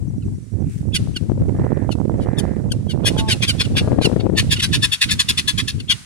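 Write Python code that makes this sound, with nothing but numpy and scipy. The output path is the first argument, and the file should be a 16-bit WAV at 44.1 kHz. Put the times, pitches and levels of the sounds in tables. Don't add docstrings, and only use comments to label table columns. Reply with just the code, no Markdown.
import sys
import numpy as np
from scipy import signal
from scipy.fft import rfft, irfft, next_fast_len
from scipy.io import wavfile
from scipy.ndimage import uniform_filter1d

SR = 44100
rng = np.random.default_rng(int(sys.argv[2]) if len(sys.argv) > 2 else 0)


def master_out(mix):
    frames = np.transpose(np.atleast_2d(mix))
    ceiling = np.clip(frames, -1, 1)
    pcm = np.round(ceiling * 32767).astype(np.int16)
    wavfile.write(sys.argv[1], SR, pcm)


N = 266937
TIME = np.arange(N) / SR
SWELL_DB, FALL, SQUEAK_DB = 3.0, 0.115, -11.5
LEAD_S = .022


def gain_of(db):
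    return 10 ** (np.asarray(db) / 20)


def evened(x):
    return x / np.sqrt(np.mean(x ** 2) + 1e-20)


def read(points, hz):
    f, value = np.transpose(points)
    return np.interp(np.log(hz + 1), np.log(f), value)


def colour(x, points):
    size = next_fast_len(x.shape[-1] + 512)
    gain = gain_of(read(points, np.fft.rfftfreq(size, 1 / SR)))
    return irfft(rfft(x, size) * gain, size)[..., :x.shape[-1]]


def wander(size, hz):
    full = next_fast_len(size)
    lowpass = 1 / np.sqrt(1 + (np.fft.rfftfreq(full, 1 / SR) / hz) ** 4)
    return evened(irfft(rfft(rng.standard_normal(full)) * lowpass, full)[:size])


def ports(db):
    return evened(gain_of([[db / 2], [-db / 2]]))


def add(mix, s, sound):
    part = mix[:, max(round(s * SR), 0):][:, :sound.shape[-1]]
    part += sound[..., :part.shape[-1]]


def yard(x, db, t60):
    t = TIME[:int(abs(t60) * SR) + 100]
    taps = rng.standard_normal((2, len(t))) * gain_of(-60 * t / t60)
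    taps[:, :10] = 0
    reflections = signal.fftconvolve(x, taps / np.linalg.norm(taps[0]), axes=1)
    return x + gain_of(db) * reflections[:, :x.shape[1]]


def still_air(level_db=-57):
    # (frequency [Hz], relative density [dB])
    air_colour = [(100, -24), (500, -33), (1000, -2), (2000, 1), (3000, -4), (4500, -2.5), (6500, 0.5),
                  (8000, 3), (10000, 0), (11800, -11.5), (15000, -23)]
    sway_db = .7 * wander(N, 4)
    return gain_of(level_db + sway_db) * evened(colour(rng.standard_normal((2, N)), air_colour))


def wind_force():
    # (time [s], force [dB])
    left_curve = [(0.0, -52), (0.36, -53), (0.5, -81), (0.93, -66), (1.02, -51), (1.19, -40), (1.31, -24.5),
                  (1.49, -57.5), (3.07, -55.5), (3.2, -38), (3.38, -52), (3.64, -55.5), (3.74, -29),
                  (4.0, -16.5), (4.36, -20), (4.47, -45), (4.85, -41.5), (4.98, -63.5), (6.05, -69.5)]
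    right_curve = [(0.0, -56), (0.45, -53), (0.75, -65), (1.0, -42), (1.22, -67), (1.43, -31), (1.7, -20),
                   (1.85, -25), (2.48, -23), (2.8, -34.5), (3.12, -21), (3.45, -33.5), (3.8, -30),
                   (4.08, -50), (4.85, -50), (4.96, -72), (5.32, -48.5), (5.93, -54.5), (6.05, -70)]
    # (start [s], hold length [s], force [dB], left-right difference [dB])
    puff_table = [(0.0, 0.13, -46.5, 23), (0.18, 0.086, -50, -17), (0.27, 0.069, -47, 19),
                  (0.555, 0.089, -35, -49), (0.678, 0.11, -49.5, 16), (0.837, 0.097, -39, -27),
                  (1.005, 0.065, -40.5, 28), (1.254, 0.16, -35, 28), (1.42, 0.087, -31.5, -27),
                  (1.563, 0.058, -43, 15), (2.128, 0.12, -53.5, 18), (2.688, 0.075, -48.5, 15),
                  (2.983, 0.077, -28, -41), (4.431, 0.095, -35.5, -28), (4.721, 0.051, -38, -33),
                  (5.074, 0.096, -48.5, -0.5), (5.295, 0.032, -56, 14), (5.542, 0.097, -47.5, -26),
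                  (5.748, 0.044, -46.5, 40), (5.896, 0.033, -55, -16)]
    attack_s, release_s = 0.022, 0.032
    flow = gain_of([np.interp(TIME, *np.transpose(curve)) for curve in (left_curve, right_curve)])
    puffs = np.zeros((2, N))
    for s, length, db, side_db in puff_table:
        before = np.maximum(s - TIME, 0) / attack_s
        after = np.maximum(TIME - s - length, 0) / release_s
        envelope = np.exp(-np.minimum(before + after, 10) ** 2)
        puffs += gain_of(db) * ports(side_db) * envelope
    return flow, puffs


def wind(force, puffs, rumble_db=-19.0, rumble_growth=0.11, buffet_db=1.5, lump_db=4.0, burst_db=6.5,
         burst_hz=55):
    # (frequency [Hz], relative density [dB])
    rumble_colour = [(15, -21), (35, -19), (60, -6), (100, 1.5), (170, -4.5), (260, -11), (400, -24),
                     (700, -56.5), (1500, -115)]
    buffet_colour = [(80, -44), (200, 1), (320, 0.5), (500, -5), (800, -17), (1200, -30), (2000, -37.5),
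                     (4000, -51), (12000, -77)]
    knee_db = -42.5
    puff_rumble_db = 2.5
    out = np.zeros((2, N))
    for side in range(2):
        over = force[side] / gain_of(knee_db)
        slow = over / np.sqrt(1 + over ** 2) ** (1 - rumble_growth)
        slow *= gain_of(puff_rumble_db * puffs[side] / force[side])
        eddies = wander(N, burst_hz)
        lumps = gain_of(lump_db * eddies)
        bursts = gain_of(burst_db * eddies + 2 * wander(N, 400))
        rumble = colour(rng.standard_normal(N) * lumps, rumble_colour)
        buffet = colour(rng.standard_normal(N) * bursts, buffet_colour)
        for layer, gain in ((rumble, slow * gain_of(rumble_db)), (buffet, force[side] * gain_of(buffet_db))):
            out[side] += gain * layer / np.sqrt(uniform_filter1d(layer ** 2, size=4000) + 1e-12)
    return out


def slaps(force, level_db=0.0, width=.0005):
    # (time [s], relative peak [dB])
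    hard_slaps = [(1.074, -20), (1.298, -12), (1.588, -15), (1.667, -6), (1.72, -4.5), (1.893, -1.5),
                  (2.015, -11), (2.097, -5.5), (2.199, -11), (2.271, -9.5), (2.288, -7), (2.453, -9),
                  (3.167, -9), (3.876, -7), (3.919, -2), (4.116, -9), (4.267, -2.5)]
    per_s, over_force_db, spread_db = 16, 8, 8.5
    u = (np.arange(801) - 400) / SR / width
    dip = -(1 - .4 * u ** 2) / (1 + .5 * u ** 2) ** 3 * np.exp(-(u / 5) ** 2)
    sizes = force * gain_of(over_force_db + spread_db * rng.uniform(-1.5, 1, (2, N)))
    hits = sizes * (rng.random((2, N)) < per_s / SR)
    for s, db in hard_slaps:
        add(hits, s, gain_of(db + level_db) * evened(force[:, [round(s * SR)]]))
    return signal.oaconvolve(hits, dip[None], "same")


def note(length, db, swell_db, start_hz, end_hz, rough, bright_db, lead_db, size=5120, second_hz=850, flutter=0.11,
         rasp=0.43, second_harmonic_db=6.5, release_db=-27):
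    # (frequency [Hz], gain [dB])
    throat = [(500, -111), (1000, -9), (1250, -8), (1700, -7), (2150, -0.5), (2750, 0), (3500, 2),
              (4600, -3), (6000, -10), (8200, -12.5), (10200, -9.5), (12000, -22), (13500, -33),
              (15000, -28.5)]
    t = np.arange(size) / SR - LEAD_S
    corners = [-.022, -.011, -.003, .001, .17 * length, .55 * length, .85 * length, length + .002, length + .02]
    corner_db = [lead_db - 26, lead_db - 8, lead_db, -6.5, 0, 1, -2, -10, release_db - 14 * (1 - rough)]
    level_db = np.interp(t, corners, corner_db)
    level_db += 2 * swell_db * (np.clip(t / length, 0, 1) - .5)
    shape = gain_of(level_db) * np.clip((length + .03 - t) / .01, 0, 1)
    force = rough * np.interp(t, [0, .006, .6 * length], [.7, .45, 1])
    glide = [.7 * start_hz, 1.06 * start_hz, start_hz, .55 * start_hz + .45 * end_hz, .97 * end_hz]
    hz = np.interp(t, [-.022, -.007, .002, .5 * length, length + .006], glide)
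    turns = np.cumsum(hz * (1 + .1 * (force + .17) * wander(size, 1000))) / SR
    second = np.sin(2 * np.pi * np.cumsum(second_hz * (1 + .06 * wander(size, 400))) / SR)
    turns = turns + flutter * force * second
    joined = np.interp(t, [-.008, .004], [.2, 1])
    others = sum(np.cos(2 * np.pi * (k * turns + rng.random())) for k in range(3, 11))
    others += (0.78 + 0.16 * rough) * np.cos(2 * np.pi * turns)
    second_harmonic = gain_of(second_harmonic_db * (0.5 - 0.51 * force)) * np.cos(4 * np.pi * turns)
    voice = second_harmonic + joined * others
    breath = rng.standard_normal(size) * (1 + 2.56 * second) * joined
    drive = evened(voice) * (1 + 1.3 * force * second) + rasp * (force + .12) * breath
    drive *= np.exp(.25 * force * wander(size, 160)) / np.sqrt(1 + force ** 2)
    sound = colour(colour(drive * shape, throat), [(3500, 0.0051), (8000, bright_db)])
    return gain_of(db) * sound / np.sqrt(np.sum(sound ** 2) / (length * SR))


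def chirp_notes():
    # (start [s], nominal length [s], relative level [dB], nominal starting pitch [Hz],
    # roughness [about 0-1], brightness at 8 kHz [dB])
    chirps = [(0.221, 0.011, -47.5, 1464, 0, -22), (0.942, 0.027, -14.5, 1663, 0.25, 0.5),
              (1.16, 0.012, -19.5, 1585, 0.13, -5), (1.912, 0.018, -29.5, 1515, 0.27, 1.5),
              (2.204, 0.042, -45.5, 1610, 0.56, 2), (2.382, 0.019, -22.5, 1770, 0.21, 7),
              (2.717, 0.0058, -19, 1600, 0, 7.5), (2.892, 0.033, -31.5, 1592, 0.32, 1),
              (3.053, 0.036, -15, 1670, 0.69, 3), (3.176, 0.031, -22.5, 1590, 0.5, 0.5),
              (3.283, 0.03, -18, 1700, 0.83, -1.5), (3.307, 0.027, -13.5, 1575, 0.26, 0),
              (3.421, 0.027, -15.5, 1660, 0.87, -1.5), (3.477, 0.032, -14.5, 1654, 0.28, 0.5),
              (3.595, 0.026, -15, 1715, 1.03, -4), (3.642, 0.018, -29.5, 1570, 0.28, -5),
              (3.763, 0.034, -15.5, 1657, 0.85, -4), (4.014, 0.028, -24.5, 1650, 0.87, -1.5),
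              (4.043, 0.021, -13.5, 1528, 0.08, -4), (4.198, 0.014, -32.5, 1448, 0.63, -11),
              (4.559, 0.018, -27.5, 1500, 0.5, -6), (4.592, 0.017, -18.5, 1535, 0.56, -4),
              (5.087, 0.018, -20, 1564, 0.54, -10), (5.799, 0.0075, -28, 1560, 0.37, -2),
              (5.895, 0.031, -12, 1651, 0.52, -3)]
    return [(s, note(length, db, SWELL_DB, hz, hz * (1 - FALL), rough, bright_db, SQUEAK_DB))
            for s, length, db, hz, rough, bright_db in chirps]


def rattle_notes():
    # (start [s], nominal length [s], relative level [dB])
    run = [(4.37, 0.036, -13.5), (4.508, 0.033, -14), (4.622, 0.033, -14.5), (4.727, 0.037, -15.5),
           (4.824, 0.037, -13.5), (4.918, 0.034, -16.5), (5.011, 0.033, -13), (5.106, 0.032, -15.5),
           (5.191, 0.029, -13), (5.285, 0.029, -13.5), (5.374, 0.032, -16), (5.476, 0.035, -15.5),
           (5.577, 0.038, -17.5), (5.677, 0.034, -21)]
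    mid_rough, rough_scatter, mid_bright_db, bright_scatter_db = 0.91, 0.11, 1.8, 2.5
    first_hz, sag_hz_per_s, swell_loss_db_per_s = 1800, 82, 5.5
    settle_s, squeak_loss_db = 0.55, 14
    notes = []
    for (s, length, db), (press, gape) in zip(run, rng.uniform(-0.83, 1, (len(run), 2))):
        elapsed = s - run[0][0]
        settled = 1 - np.exp(-(elapsed / settle_s) ** 4)
        hz = first_hz - sag_hz_per_s * elapsed
        swell_db = SWELL_DB - swell_loss_db_per_s * elapsed
        end_hz = hz * (1 - FALL * (1 - settled))
        lead_db = SQUEAK_DB - squeak_loss_db * settled
        rough = mid_rough + rough_scatter * press
        bright_db = mid_bright_db + bright_scatter_db * gape
        notes.append((s, note(length, db, swell_db, hz, end_hz, rough, bright_db, lead_db)))
    return notes


def guineafowl(level_db=-3.0):
    # (time [s], left-right difference [dB])
    bearing = [(1.2, -3), (1.9, 6), (4.0, 0), (6.0, 3.3)]
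    out = np.zeros((2, N))
    for s, voice in chirp_notes() + rattle_notes():
        side_db = np.interp(s, *np.transpose(bearing))
        add(out, s - LEAD_S, yard(ports(side_db) * voice, -2.0, .016))
    return gain_of(level_db) * out


def spread(x):
    hz = np.fft.rfftfreq(N, 1 / SR)
    comb = .33 * np.exp(-2j * np.pi * hz * .00115) / (1 + (hz / 6000) ** 2)
    lag = np.exp(-1.7j * np.clip(hz / 1000, 0, 1))
    pair = np.array([1 + comb, (1 + .6j * comb) * lag])
    return irfft(rfft(x) * pair, N)


def wash(x, db=-20.5, t60=0.82):
    # (frequency [Hz], relative density [dB])
    hiss_colour = [(400, -15), (1200, 1.5), (2500, 3), (4300, 2.5), (7000, -1.5), (9800, 0), (12000, -15.5),
                   (15000, -21)]
    r = gain_of(-120 / (t60 * SR))
    power = signal.lfilter([1 - r], [1, -r], (x ** 2).mean(0))
    return gain_of(db) * np.sqrt(power) * evened(colour(rng.standard_normal((2, N)), hiss_colour))


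def far_call(length, db, hz, rasp, throat_hz, width_hz, size=32768):
    arch = abs(np.sin(np.pi * np.clip(np.arange(size) / SR / length, 0, 1)))
    turns = np.cumsum(hz * (.91 + .09 * arch) * (1 + .03 * rasp * wander(size, 150))) / SR
    pulses = sum(np.cos(2 * np.pi * k * turns) for k in range(1, 20))
    pulses = pulses * (1 + rasp * np.cos(np.pi * turns))
    resonance = 1 / (1 + abs((np.fft.rfftfreq(size, 1 / SR) - throat_hz) / width_hz) ** 3)
    sound = irfft(rfft(evened(pulses) + .5 * rasp * rng.standard_normal(size)) * resonance)
    return gain_of(db) * evened(sound) * arch ** .8


def far_birds(chirp_db=-57):
    # (start [s], length [s],
    # relative level [dB], pitch at the top of the arch [Hz], rasp [0-1], resonance centre [Hz])
    rasp_and_caws = [(.62, .15, -66, 150, .8, 2450), (1.52, .38, -52, 145, .55, 1760),
                     (2.15, .47, -52, 150, .55, 1780)]
    honks = [(3.1, .25, -40, 221, .04, 860), (3.72, .32, -54, 238, .25, 1400)]
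    out = np.zeros((2, N))
    for s, *call in rasp_and_caws:
        add(out, s, far_call(*call, width_hz=450))
    for s, *call in honks:
        add(out, s, far_call(*call, width_hz=.27 * call[-1]))
    out = yard(out, 3, .16)
    t = np.arange(1700) / SR
    for k in range(17):
        for s, hz, db in [(.07, 6400, chirp_db), (.162, 6150, chirp_db - 2)]:
            chirp = np.sin(2 * np.pi * np.cumsum(hz * (1 - 3.2 * t)) / SR) * np.hanning(len(t))
            add(out, s + k * .1745, gain_of(db - .4 * k) * chirp)
    return out


def rustle(s=.62, length=0.27, db=-50):
    size = 13000
    swell = np.sin(np.pi * np.clip(np.arange(size) / SR / length, 0, 1)) ** 2
    crackles = rng.standard_normal((2, size)) * gain_of(3 * wander(size, 200))
    straw = colour(crackles, [(700, -14), (1600, 5.5), (4500, -3), (9000, 4.5), (11500, -10)])
    out = np.zeros((2, N))
    add(out, s, gain_of(db) * swell * evened(straw))
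    return out


def scene():
    near = spread(guineafowl())
    flow, puffs = wind_force()
    force = np.hypot(flow, puffs)
    gusts = wind(force, puffs) + slaps(force)
    return still_air() + gusts + near + wash(near) + far_birds() + rustle()


def record(dry):
    edge_hz = 15900
    rounded = dry / (1 + (dry / .93) ** 8) ** (1 / 8)
    lowpass = signal.firwin(301, edge_hz, window=("kaiser", 8), fs=SR)
    return signal.oaconvolve(rounded, lowpass[None], "same")


dry = scene()
out = record(dry)
master_out(out)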